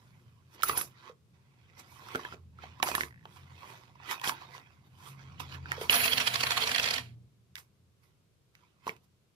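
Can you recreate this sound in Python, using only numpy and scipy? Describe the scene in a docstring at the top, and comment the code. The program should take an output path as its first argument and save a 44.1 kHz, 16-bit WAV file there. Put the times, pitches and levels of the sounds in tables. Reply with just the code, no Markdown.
"""First a coin drops through a flap into a small cardboard box, knocking the walls and ringing.
Hands lift and tip the box, so the coins tumble inside, then turn and open it, scraping the card.
Near 6 s the coins spill on a hard table, where two wobble faster and faster until they lie flat.
A few last knocks and rubs follow. All along, the quiet room has a low wavering rumble.
The box stands nearer the right microphone."""
import sys
import numpy as np
from scipy import signal
from scipy.fft import rfft, irfft
from scipy.io import wavfile
from scipy.ndimage import uniform_filter1d

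SR = 44100
rng = np.random.default_rng(int(sys.argv[2]) if len(sys.argv) > 2 else 0)


def file_out(sig):
    """Save sig as 16-bit WAV at sys.argv[1]."""
    # one column per channel
    cols = np.atleast_2d(sig).T
    # limit, then scale
    lim = np.clip(cols, -1, 1)
    pcm = np.round(lim * 32767).astype(np.int16)
    wavfile.write(sys.argv[1], SR, pcm)


N = 412321

# Tones of the box's walls and the air inside: pitch_hz, width_hz, level_db (narrow tones ring longer)
BOX_TONES = [(740, 21, -10), (1010, 62, -5.5), (1915, 96, 7), (2600, 99, 6.5), (3300, 34, 2.5),
             (3860, 110, -2), (4526, 1800, -8.5), (5600, 190, -24.5), (6400, 49, -19), (7273, 93, -24),
             (8515, 50, -59)]
# Low tones of the whole box on the table: pitch_hz, width_hz, level_db
THUD_TONES = [(190, 40, -3), (260, 35, 0), (350, 60, 0), (450, 40, -4)]
# How much low and high sound a crack holds: pitch_hz, level_db
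CRACK_SPECTRUM = [(880, -28.5), (1500, -2.5), (2230, -4), (2970, -2), (5380, -8.5), (8240, -16.5),
                  (14900, -17), (16000, -15.5)]
# Each knock: start_s, level_db, pitch_hz, crack_db, thud_db (the last two add to level_db)
KNOCK_HITS = [(0.612, -48, 2350, 8.5, -30), (0.622, -34, 3700, 8, -22), (0.6335, -15, 1330, -0.5, -33),
              (0.683, -45, 1370, 0, -16.5), (0.695, -18.5, 1200, -2.5, -13), (0.731, -31, 1210, -10, -14),
              (0.774, -33.5, 1360, 7.5, -6.5), (0.812, -33, 1260, 9.5, -9), (1.096, -40.5, 474, -21.5, -31),
              (2.086, -40.5, 1240, 3.5, -58), (2.149, -24.5, 1390, -4, -3), (2.156, -22.5, 1380, 0, -5),
              (2.194, -34, 1120, -21, -18), (2.25, -28, 1660, -9.5, -17), (2.324, -35.5, 1350, -26, -9),
              (2.337, -39, 450, -18, 1), (2.587, -43.5, 1330, -10, -27.5), (2.637, -38.5, 750, -9, -4),
              (2.8, -31, 1037, -17, -13), (2.828, -23.5, 855, 13, -10.5), (2.874, -25.5, 1200, -10, -43.5),
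              (2.887, -27, 710, 6, -15), (2.915, -26, 1020, 0, -8), (2.945, -30.5, 1040, -3.5, -14),
              (2.951, -15.5, 1810, 0, -21), (2.98, -23, 1190, -18, -11), (3.008, -17.5, 1960, -8.5, -20),
              (3.034, -24, 1970, -6, -15), (3.254, -37.5, 953, -12.5, -17.5), (3.254, -42, 3070, -11, -42),
              (3.515, -48, 990, -19, -33), (3.955, -47.5, 1000, -12, -30.5), (4, -44.5, 930, -25, -34),
              (4.112, -33, 1010, 11.5, -38), (4.197, -37, 3120, -1, -37.5), (4.215, -35.5, 970, 5.5, -45),
              (4.242, -42, 1070, 13.5, -38), (4.275, -22, 3420, -4, -9), (4.294, -23, 1050, 8, -43),
              (4.416, -42, 990, -9, -27), (4.548, -38.5, 1000, -14, -42), (5.398, -43, 900, 9.5, -22),
              (5.657, -33.5, 1510, -15.5, -31.5), (5.718, -16.5, 1910, -4.5, -31),
              (5.779, -33.5, 457, -14, -17), (5.813, -28, 464, 0, -9), (5.896, -9, 2900, -7.5, -22.5),
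              (7.555, -35.5, 2160, 8.5, -52.5), (7.565, -39, 2050, 0, -50), (7.576, -42, 2060, -1, -48),
              (7.582, -48.5, 1215, 13, -48.5), (8.552, -48.5, 2430, 2.5, -38), (8.868, -30, 945, -6, -1),
              (8.877, -25, 1026, -16, -24), (8.893, -24.5, 2200, -20, -10.5), (8.965, -61, 2970, 12, -30)]
def knocks():
    """A short, rough touch shakes one wall and the whole box, with a bright crack and a low thud."""
    t, out = np.arange(SR // 8) / SR, np.zeros((2, N))
    contact_s = 0.0011
    # a coin rocks to rest in the box with eight fading taps
    rocking = [(3.108 + k * 0.017, -47 - 1.6 * k, 1900, -20, -50) for k in range(8)]
    box, crack, thud = resonator(BOX_TONES), tone_filter(CRACK_SPECTRUM), resonator(THUD_TONES)[0]
    for start_s, db, hz, crack_db, thud_db in KNOCK_HITS + rocking:
        direct, indirect = rng.standard_normal((2, len(t))) * t / contact_s * np.exp(-t / contact_s)
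        direct[12] += 4.5  # one hard touch near the start
        # the far, left microphone hears the blow partly by other paths
        contact = np.array([0.69 * direct + 0.91 * indirect, direct])
        wall = (1 - np.exp(-t * hz)) * np.exp(-t * hz / 2.1) * np.sin(2 * np.pi * hz * t)
        parts = [(through(contact, wall), -1.5, 3),  # sound, left_db, right_db
                 (through(contact, box), -9 - hz / 250, -5 - hz / 250),
                 (through(contact, crack), crack_db - 7, crack_db + 8.5),
                 (through(contact[[1, 1]], thud), thud_db - 8.5, thud_db + 8.5)]
        for part, left_db, right_db in parts:
            part = part / abs(part).max(1, keepdims=True)
            add(out, start_s, stereo(db + left_db, db + right_db) * part)
    return out


# The tones of a coin: pitch_hz, level_db, ring_s (time to fade by 60 dB)
COIN_TONES = [(7180, -24, 0.044), (8195, -21, 0.029), (9930, -9, 0.035), (9950, -11, 0.097),
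              (10530, -6.5, 0.066), (10870, -7, 0.08), (11250, -5, 0.15), (11460, -9.5, 0.096),
              (13700, -15, .04), (14320, -15, .04), (14700, -14, .07), (15230, -7.5, 0.086)]
def coin_ring(weights, ring_share):
    """Where a coin is hit sets how strong each tone is; what it lies on shortens the ring."""
    t = np.arange(SR // 4) / SR
    rise_s, detune = 0.00076, 0.002
    hz, db, ring_s = np.transpose(COIN_TONES)[..., None]
    hz = hz * (1 + detune * rng.standard_normal(hz.shape))  # each blow shifts the tones a little
    fade = gain_of(db - 60 * t / (ring_s * ring_share))
    ring = (weights[..., None] * fade * np.sin(2 * np.pi * hz * t)).sum(-2)
    ring *= 1 - np.exp(-t / rise_s)
    return ring / abs(ring).max()


# Each clink: start_s, level_db, ring_share (1 rings as long as a free coin)
CLINK_HITS = [(0.632, -20.5, 0.4), (0.683, -24.5, 0.33), (0.775, -19.5, 0.4), (0.814, -24.5, 0.19),
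              (2.833, -33, 1), (2.952, -29.5, 0.35), (5.905, -21.5, 0.75), (5.9517, -23, 1)]
def clinks():
    """Struck coins ring, each with its own mix of tones."""
    out = np.zeros((2, N))
    for start_s, db, ring_share in CLINK_HITS:
        weights = rng.uniform(0.12, 1, (2, len(COIN_TONES)))
        add(out, start_s, stereo(db - 1.5, db + 8.5) * coin_ring(weights, ring_share))
    return out


# Tones of the table top: pitch_hz, width_hz, level_db
TABLE_TONES = [(449, 57, -1.5), (686.6, 54, -1.5), (1013, 37, -1.5), (1810, 56, -14.5), (2230, 25, -18.5),
               (2430, 160, -9), (3310, 100, -3), (4345, 78, -4), (6600, 188.8, -11.5), (6205, 140, -18),
               (8400, 31, -29)]
# Tones of the patches of table under a coin's rim: pitch_hz, level_db
PATCH_TONES = [(1050, -7), (1850, -10.5), (2750, -7), (3400, -5.5), (4450, -5.5), (5700, -8)]
# The lows and highs of rolling: pitch_hz, level_db
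ROLL_SPECTRUM = [(88, -33), (150, -7.5), (303, -39.5), (448, -9), (871, -6.5), (998, -3.5), (2450, 0.5),
                 (3420, -3), (4490, -3.5), (9260, -22), (11300, -15), (16000, -37)]
# How loud the rolling is: time_s, level_db
ROLL_LEVELS = [(5.885, -66.5), (5.898, -30), (6.05, -31.5), (6.15, -38), (6.8, -36.5), (6.99, -38),
               (7.03, -52), (7.15, -76)]
# Landing skids, then the turns of two wobbling rims: time_s, level_db, decay_ms, pitch_hz
RIM_GRINDS = [(5.927, -24.5, 2.2, 3203), (5.942, -23.5, 3.3, 4785), (5.946, -27, 0.92, 4730),
              (5.956, -28, 6.1, 2620), (6.004, -31.5, 1.6, 3400), (6.041, -31, 6.7, 2520),
              (6.057, -28, 4.1, 3360), (6.079, -25, 2.3, 3410), (6.121, -32, 5.2, 3350),
              (6.132, -28.5, 4, 3287), (6.179, -27, 4.9, 2940), (6.201, -26.5, 2.3, 2670),
              (6.212, -33.5, 7.9, 2777), (6.273, -25.5, 5, 3223), (6.341, -27, 4.4, 3410),
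              (6.356, -28, 3.1, 4900), (6.407, -30, 6, 3380), (6.434, -24, 2.8, 1750),
              (6.468, -27, 4.6, 2284), (6.506, -28, 2, 3170), (6.518, -29.5, 6, 4446),
              (6.575, -25.5, 4.8, 2936), (6.622, -34, 18, 3390), (6.636, -31, 2.9, 4400),
              (6.673, -28.5, 4, 4450), (6.693, -31, 3.1, 4680), (6.715, -30.5, 3.5, 3370),
              (6.747, -27, 2.6, 1900), (6.76, -26.5, 2.1, 1900), (6.782, -27, 1.7, 3350),
              (6.796, -25.5, 3.3, 3340), (6.829, -31.5, 5.2, 4460), (6.84, -29.5, 2.6, 3466),
              (6.858, -31, 4.1, 4480), (6.875, -29, 3, 4600), (6.886, -27.5, 1.3, 2490),
              (6.908, -28.5, 3, 4410), (6.938, -29, 3.2, 4380), (6.961, -34, 3.3, 2750),
              (6.98, -31, 2.6, 3460)]
def rolling_coins():
    """Coins roll on the table and grind it each time a tilted rim comes round."""
    t = np.arange(2000) / SR - 0.02
    width_hz, spread_db, peak_s = 260, 3.5, 0.002
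    pressure, patches = follow([ROLL_LEVELS])[0], np.zeros((2, N))
    slips = friction(per_s=40000, spread_db=0.6)
    for time_s, db, decay_ms, hz in RIM_GRINDS:
        start_s = time_s + t[0]
        swell = gain_of(db) * np.exp(-abs(t - peak_s) / (decay_ms / 1000))
        add(pressure, start_s, swell)
        others = [(f, width_hz, level + spread_db * rng.standard_normal()) for f, level in PATCH_TONES]
        patch = resonator([(hz, width_hz, 0)] + others, size=512)  # the patch under the rim rings most
        grind = swell * slips[:, round(start_s * SR):][:, :len(t)]
        add(patches, start_s, through(grind, patch))
    force = pressure * slips
    table = 0.65 * through(force, tone_filter(ROLL_SPECTRUM))
    table += 0.32 * through(force, resonator(TABLE_TONES))
    table += 0.11 * through(force, resonator([(252, 25, 0)]))  # the whole top hums
    table += 0.029 * through(force, tone_filter(HISS_SPECTRUM))  # the rim hisses on the surface
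    return (wander(table, depth_db=1.63, frames=3) + 0.9 * patches) * stereo(0.3, 5.2)


# How loud the jingle is, one curve for the drop and one for the spill: time_s, level_db
JINGLE_LEVELS = [
    [(.632, -60.5), (.65, -41), (.82, -53.5), (.87, -87)],
    [(5.81, -67.5), (5.89, -68), (5.91, -34.5), (6.05, -38), (6.2, -51.5), (6.7, -53.5), (6.98, -69),
     (7.04, -96.5)],
]
def jingle():
    """Tiny slips keep loose coins ringing as they slide."""
    ring = coin_ring(rng.choice([-1., 1.], (2, len(COIN_TONES))), ring_share=0.92)
    slips = follow(JINGLE_LEVELS)[0] * friction(per_s=3000, spread_db=2)
    coins = through(slips, ring / np.linalg.norm(ring[0]))
    return wander(coins, depth_db=2.8) * stereo(0.3, 5.2)


# The lows and highs of scraped cardboard, and of the hiss of sliding: pitch_hz, level_db
SCRAPE_SPECTRUM = [(180, -32), (260, -13.5), (346, -4.5), (633, -13), (1010, 0), (1200, -5.5), (2150, -10),
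                   (2960, -11.5), (6500, -26.5), (8450, -36.5), (14300, -120)]
HISS_SPECTRUM = [(3240, -12), (5500, -3), (8190, -10), (9740, -6.5), (13400, -7), (15600, -19.5),
                 (16000, -24)]
# Coins slide inside the box, one curve for each tumble: time_s, scrape_db, hiss_db
COIN_TUMBLES = [
    [(0.624, -87.5, -72), (0.634, -59.5, -31), (0.659, -47, -52), (0.693, -35.5, -39), (0.748, -46.5, -62),
     (0.773, -36, -36.5), (0.818, -46.5, -43), (0.948, -98, -93)],
    [(2.819, -87, -86.5), (2.829, -22, -38), (2.842, -41, -59), (2.865, -39.5, -45), (2.883, -36, -38),
     (2.928, -46, -50.5), (3.02, -41.5, -44), (3.183, -96, -101)],
]
# Fingers and paper brush the box: peak_s, rise_s, fall_s, scrape_db, hiss_db
# (the scrape changes by 20 dB in rise_s or fall_s)
FINGER_STROKES = [(0.0, .1, 1, -67.5, -77), (0.549, 0.053, 0.027, -55.5, -62),
                  (0.609, 0.046, 0.0083, -50, -81), (1.093, 0.24, 0.043, -52.5, -72),
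                  (1.367, .15, 0.1, -77.5, -98), (1.798, 0.033, 0.031, -50.5, -53),
                  (1.921, 0.11, 0.4, -85, -65), (2.15, 0.21, 0.18, -50.5, -62),
                  (2.335, 0.73, 0.04, -50.5, -70), (2.633, 0.06, 0.15, -49.5, -73),
                  (2.799, 0.042, 0.027, -54.5, -71), (3.37, 0.17, 0.097, -59, -65),
                  (3.702, 0.31, 0.26, -49, -63), (4.031, 0.04, 0.11, -62, -93),
                  (4.118, 0.062, 0.059, -32.5, -41.5), (4.242, 0.011, 0.094, -30.5, -43),
                  (4.286, 0.052, 0.039, -37, -34), (4.42, .12, .12, -53, -71.5),
                  (4.556, 0.092, 0.1, -48.5, -61.5), (4.734, 0.12, 0.12, -64, -81),
                  (4.869, 0.058, 0.034, -66.5, -80.5), (4.985, 0.0077, 0.096, -67, -82),
                  (5.083, 0.16, 0.098, -51.5, -56), (5.195, 0.0061, .01, -61, -81),
                  (5.223, 0.1, 0.44, -57, -81), (5.403, 0.011, 0.04, -41, -47),
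                  (5.552, 0.14, 0.037, -44, -62), (5.718, 0.093, 0.25, -43, -66),
                  (5.821, 0.043, 0.1, -43.5, -45), (7.587, 0.032, 0.06, -56, -53),
                  (8.037, 0.035, 0.14, -70, -73), (8.551, 0.018, 0.32, -67, -83),
                  (8.88, 0.037, 0.067, -44.5, -52), (9.044, .05, .04, -79, -75)]
def rubbing():
    """Fingers and coins scrape the card and boom in the hollow box; skin on paper adds a smooth hiss."""
    t, strokes = np.arange(-SR, SR) / SR, np.zeros((2, N + SR))
    for peak_s, rise_s, fall_s, scrape_db, hiss_db in FINGER_STROKES:
        drop_db = 20 * np.maximum(-t / rise_s, t / fall_s)
        add(strokes, peak_s, gain_of([scrape_db - drop_db, hiss_db - 1.36 * drop_db]))  # hiss is quicker
    scrape_gain, hiss_gain = strokes[:, SR:] + follow(COIN_TUMBLES)
    slips = friction(per_s=6000, spread_db=2.6)
    card = through(slips, tone_filter(SCRAPE_SPECTRUM))
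    card += 0.28 * through(slips, resonator(BOX_TONES))
    card += 0.24 * through(slips, resonator(THUD_TONES))
    skin = through(friction(per_s=20000, spread_db=1.5), tone_filter(HISS_SPECTRUM))
    scrape = scrape_gain * wander(unit_level(card), depth_db=4.2)
    hiss = hiss_gain * wander(skin, depth_db=3.2)
    return (scrape + hiss) * stereo(-3.9, 3.1)


# How long the room rings: pitch_hz, ring_s (time to fade by 60 dB)
ECHO_TIMES = [(200, 0.3), (1000, 0.15), (4000, 0.024), (12000, 0.15)]
def room_echo(sound):
    """Many small echoes come back from the room, each pitch dying at its own speed."""
    echoes = np.zeros((2, SR // 2))
    arrivals = np.arange(120, SR // 2 - 20, 20) + rng.integers(0, 20, (2, (SR // 2 - 121) // 20))
    np.put_along_axis(echoes, arrivals, rng.choice([-1., 1.], arrivals.shape), 1)
    hz, t, bands = signal.stft(echoes, SR, nperseg=128)
    fade = gain_of(-60 * t / at_pitch(ECHO_TIMES, hz)[:, None])
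    tail = signal.istft(bands * fade, SR, nperseg=128)[1]
    return through(np.array([sound, sound]), tail / np.linalg.norm(tail[0]))


# The room's low tones, in four groups: pitch_hz, width_hz, level_db
ROOM_TONES = [
    [(85, 9, 0), (70, 30, -6)],
    [(120, 9, 0)],
    [(135, 8, 0)],
    [(115, 110, 0)],
]
# Each group's share of the rumble: level_db
GROUP_LEVELS = [-2.5, -3.5, -3.5, 0.5]
# How loud the rumble is: time_s, level_db
RUMBLE_LEVELS = [(0, -65.5), (.26, -65.5), (0.571, -71.5), (.72, -56.5), (1.07, -70.5), (1.95, -66),
                 (3, -60), (3.85, -65.5), (4.82, -65.5), (5.5, -54.5), (7.15, -58.5), (7.34, -70),
                 (8.7, -80.5), (8.9, -69), (9.35, -87)]
def rumble():
    """Noise rings the room's low tones, nearly the same at both microphones."""
    out, level = 0, follow([RUMBLE_LEVELS])[0]
    for db, tones in zip(GROUP_LEVELS, ROOM_TONES):
        shared, side = rng.standard_normal((2, N))
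        noise = np.array([shared + 0.26 * side, shared - 0.32 * side])
        ring = resonator(tones, size=16384)[0]
        out += gain_of(db) * level * unit_level(through(through(noise, ring), ring))
    return out


# Each swell of low hum: start_s, length_s, pitch_hz, level_db
HUM_SWELLS = [(.15, .25, 115, -61), (.6, .25, 75, -57), (2.2, .68, 83, -56.5), (2.86, .28, 76, -55),
              (3.12, .58, 85, -59.5), (3.32, .42, 133, -62), (3.6, .78, 120, -65), (4.98, .36, 136, -52),
              (5.21, .75, 85, -51.5), (5.33, .6, 136, -51), (5.96, .24, 87, -56), (6.08, .15, 136, -52),
              (6.17, .48, 122, -51), (6.28, .3, 137, -57), (6.96, .33, 120, -51)]
def hum():
    """Low tones swell and fade while their pitch wavers."""
    out, waver_hz = np.zeros((2, N)), 1.2
    for start_s, length_s, hz, db in HUM_SWELLS:
        swell = np.hanning(round(length_s * SR)) ** 0.35
        waver = unit_level(uniform_filter1d(rng.standard_normal(SR), size=6000))[:len(swell)]
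        cycles = np.cumsum(hz + waver_hz * waver) / SR + rng.random()
        left_shift = [[0.05 * rng.standard_normal()], [0]]
        tone = np.sqrt(2) * np.sin(2 * np.pi * (cycles + left_shift))
        add(out, start_s, stereo(db - 0.5, db) * swell * tone)
    return out


# The lows and highs of the background noise: pitch_hz, level_db
AIR_SPECTRUM = [(12, -47), (20, -19.5), (120, -1.5), (187, -6.5), (241, -17.5), (388, -13.5), (825, -25),
                (1120, -22.5), (1810, -28.5), (2260, -26.5), (3530, -27), (13500, -35.5), (16000, -50.5)]
# How alike left and right are: pitch_hz, likeness (1 is the same, 0 is unrelated)
AIR_LIKENESS = [(60, 0.74), (240, 0.7), (950, 0.08), (3770, 0.0), (15000, -0.04)]
def air():
    """The steady sound of the quiet room, plus microphone hiss."""
    hz = np.fft.rfftfreq(N, 1 / SR)
    left, other = rfft(rng.standard_normal((2, N)))
    likeness = at_pitch(AIR_LIKENESS, hz)
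    right = likeness * left + np.sqrt(1 - likeness ** 2) * other
    spectrum = np.array([left, right]) * gain_of(at_pitch(AIR_SPECTRUM, hz))
    return gain_of(-70.5) * unit_level(irfft(spectrum, N))


def friction(per_s, spread_db):
    """Sliding is many tiny slips of uneven size, timed alike at both microphones."""
    sizes = gain_of(spread_db * np.minimum(rng.exponential(1, N), 5))
    slips = sizes * (rng.random(N) < per_s / SR)
    noise, shared = rng.standard_normal((3, N)), 0.46  # the share both microphones hear alike
    return unit_level(slips * (np.sqrt(shared) * noise[0] + np.sqrt(1 - shared) * noise[1:]))


def wander(sound, depth_db, frames=8):
    """The touching point moves about, so tones swell and fade in patches."""
    bands = signal.stft(sound, nperseg=512)[2]
    patches = uniform_filter1d(rng.standard_normal(bands.shape), size=4, axis=1)  # smooth over pitch
    patches = uniform_filter1d(patches, size=frames, axis=2)  # and over time
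    moved = signal.istft(bands * gain_of(depth_db * unit_level(patches)), nperseg=512)[1][:, :N]
    return moved * np.linalg.norm(sound) / np.linalg.norm(moved)


def resonator(tones, size=4096):
    """How an object rings after one tap; each microphone catches the waves at a different point."""
    t = np.arange(size) / SR
    hz, width, db = np.transpose(tones)[..., None]
    fades = gain_of(db) * width * np.exp(-np.pi * width * t)
    phases = rng.random((2, *hz.shape))
    ring = (fades * np.sin(2 * np.pi * (hz * t + phases))).sum(1)
    return ring / np.linalg.norm(ring, axis=1).mean()


def tone_filter(spectrum):
    """The quickest click with the given lows and highs (a minimum-phase filter)."""
    hz = abs(np.fft.fftfreq(4096, 1 / SR))
    log_gain = np.log(gain_of(np.maximum(at_pitch(spectrum, hz), -100)))
    click = np.fft.ifft(np.exp(np.conj(signal.hilbert(log_gain)))).real[:2048]
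    return click / np.linalg.norm(click)


def through(sound, response):
    """Plays each channel through a filter or a ringing object."""
    return signal.oaconvolve(sound, np.atleast_2d(response), axes=1)[:, :sound.shape[1]]


def follow(curves):
    """Joins dB curves into one gain track per column, silent outside them."""
    t, out = np.arange(N) / SR, 0
    for rows in curves:
        times, *columns = np.transpose(rows)
        active = (t >= times[0]) & (t < times[-1])
        out += gain_of([np.interp(t, times, db) for db in columns]) * active
    return out


def at_pitch(points, hz):
    """Looks up a curve between its listed pitches, on a log scale."""
    pitches, values = np.transpose(points)
    return np.interp(np.log(hz + 1), np.log(pitches + 1), values)


def add(mix, start_s, sound):
    """Mixes a sound in at start_s."""
    part = mix[..., round(start_s * SR):][..., :sound.shape[-1]]
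    part += sound[..., :part.shape[-1]]


def gain_of(db):
    """Turns decibels into a number to multiply by."""
    return 10 ** (np.asarray(db) / 20)


def stereo(left_db, right_db):
    """One gain for each microphone."""
    return gain_of([[left_db], [right_db]])


def unit_level(sound):
    """Scales the average level (rms) to 1."""
    return sound / np.sqrt(np.mean(sound ** 2) + 1e-20)


def scene():
    """Near sounds reach the left microphone a little later; the room answers them."""
    near = knocks() + clinks() + rubbing() + rolling_coins() + jingle()
    near[0] = np.roll(near[0], 10)
    heard = near + stereo(-13, -11) * room_echo(near[1])
    low = signal.sosfiltfilt(signal.butter(2, 520, fs=SR, output="sos"), heard)
    alike = 0.53 * low.mean(0)  # long waves arrive alike at both microphones
    return heard - low + alike + rumble() + hum() + air()


def record(dry):
    """The microphones lose the deepest bass; the highest treble is cut too."""
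    thin = signal.sosfilt(signal.butter(2, 45, "high", fs=SR, output="sos"), dry)
    treble_cut = signal.firwin(511, 15700, window=("kaiser", 9), fs=SR)
    return signal.oaconvolve(thin, treble_cut[None], "same")


dry = scene()
out = record(dry)
file_out(out)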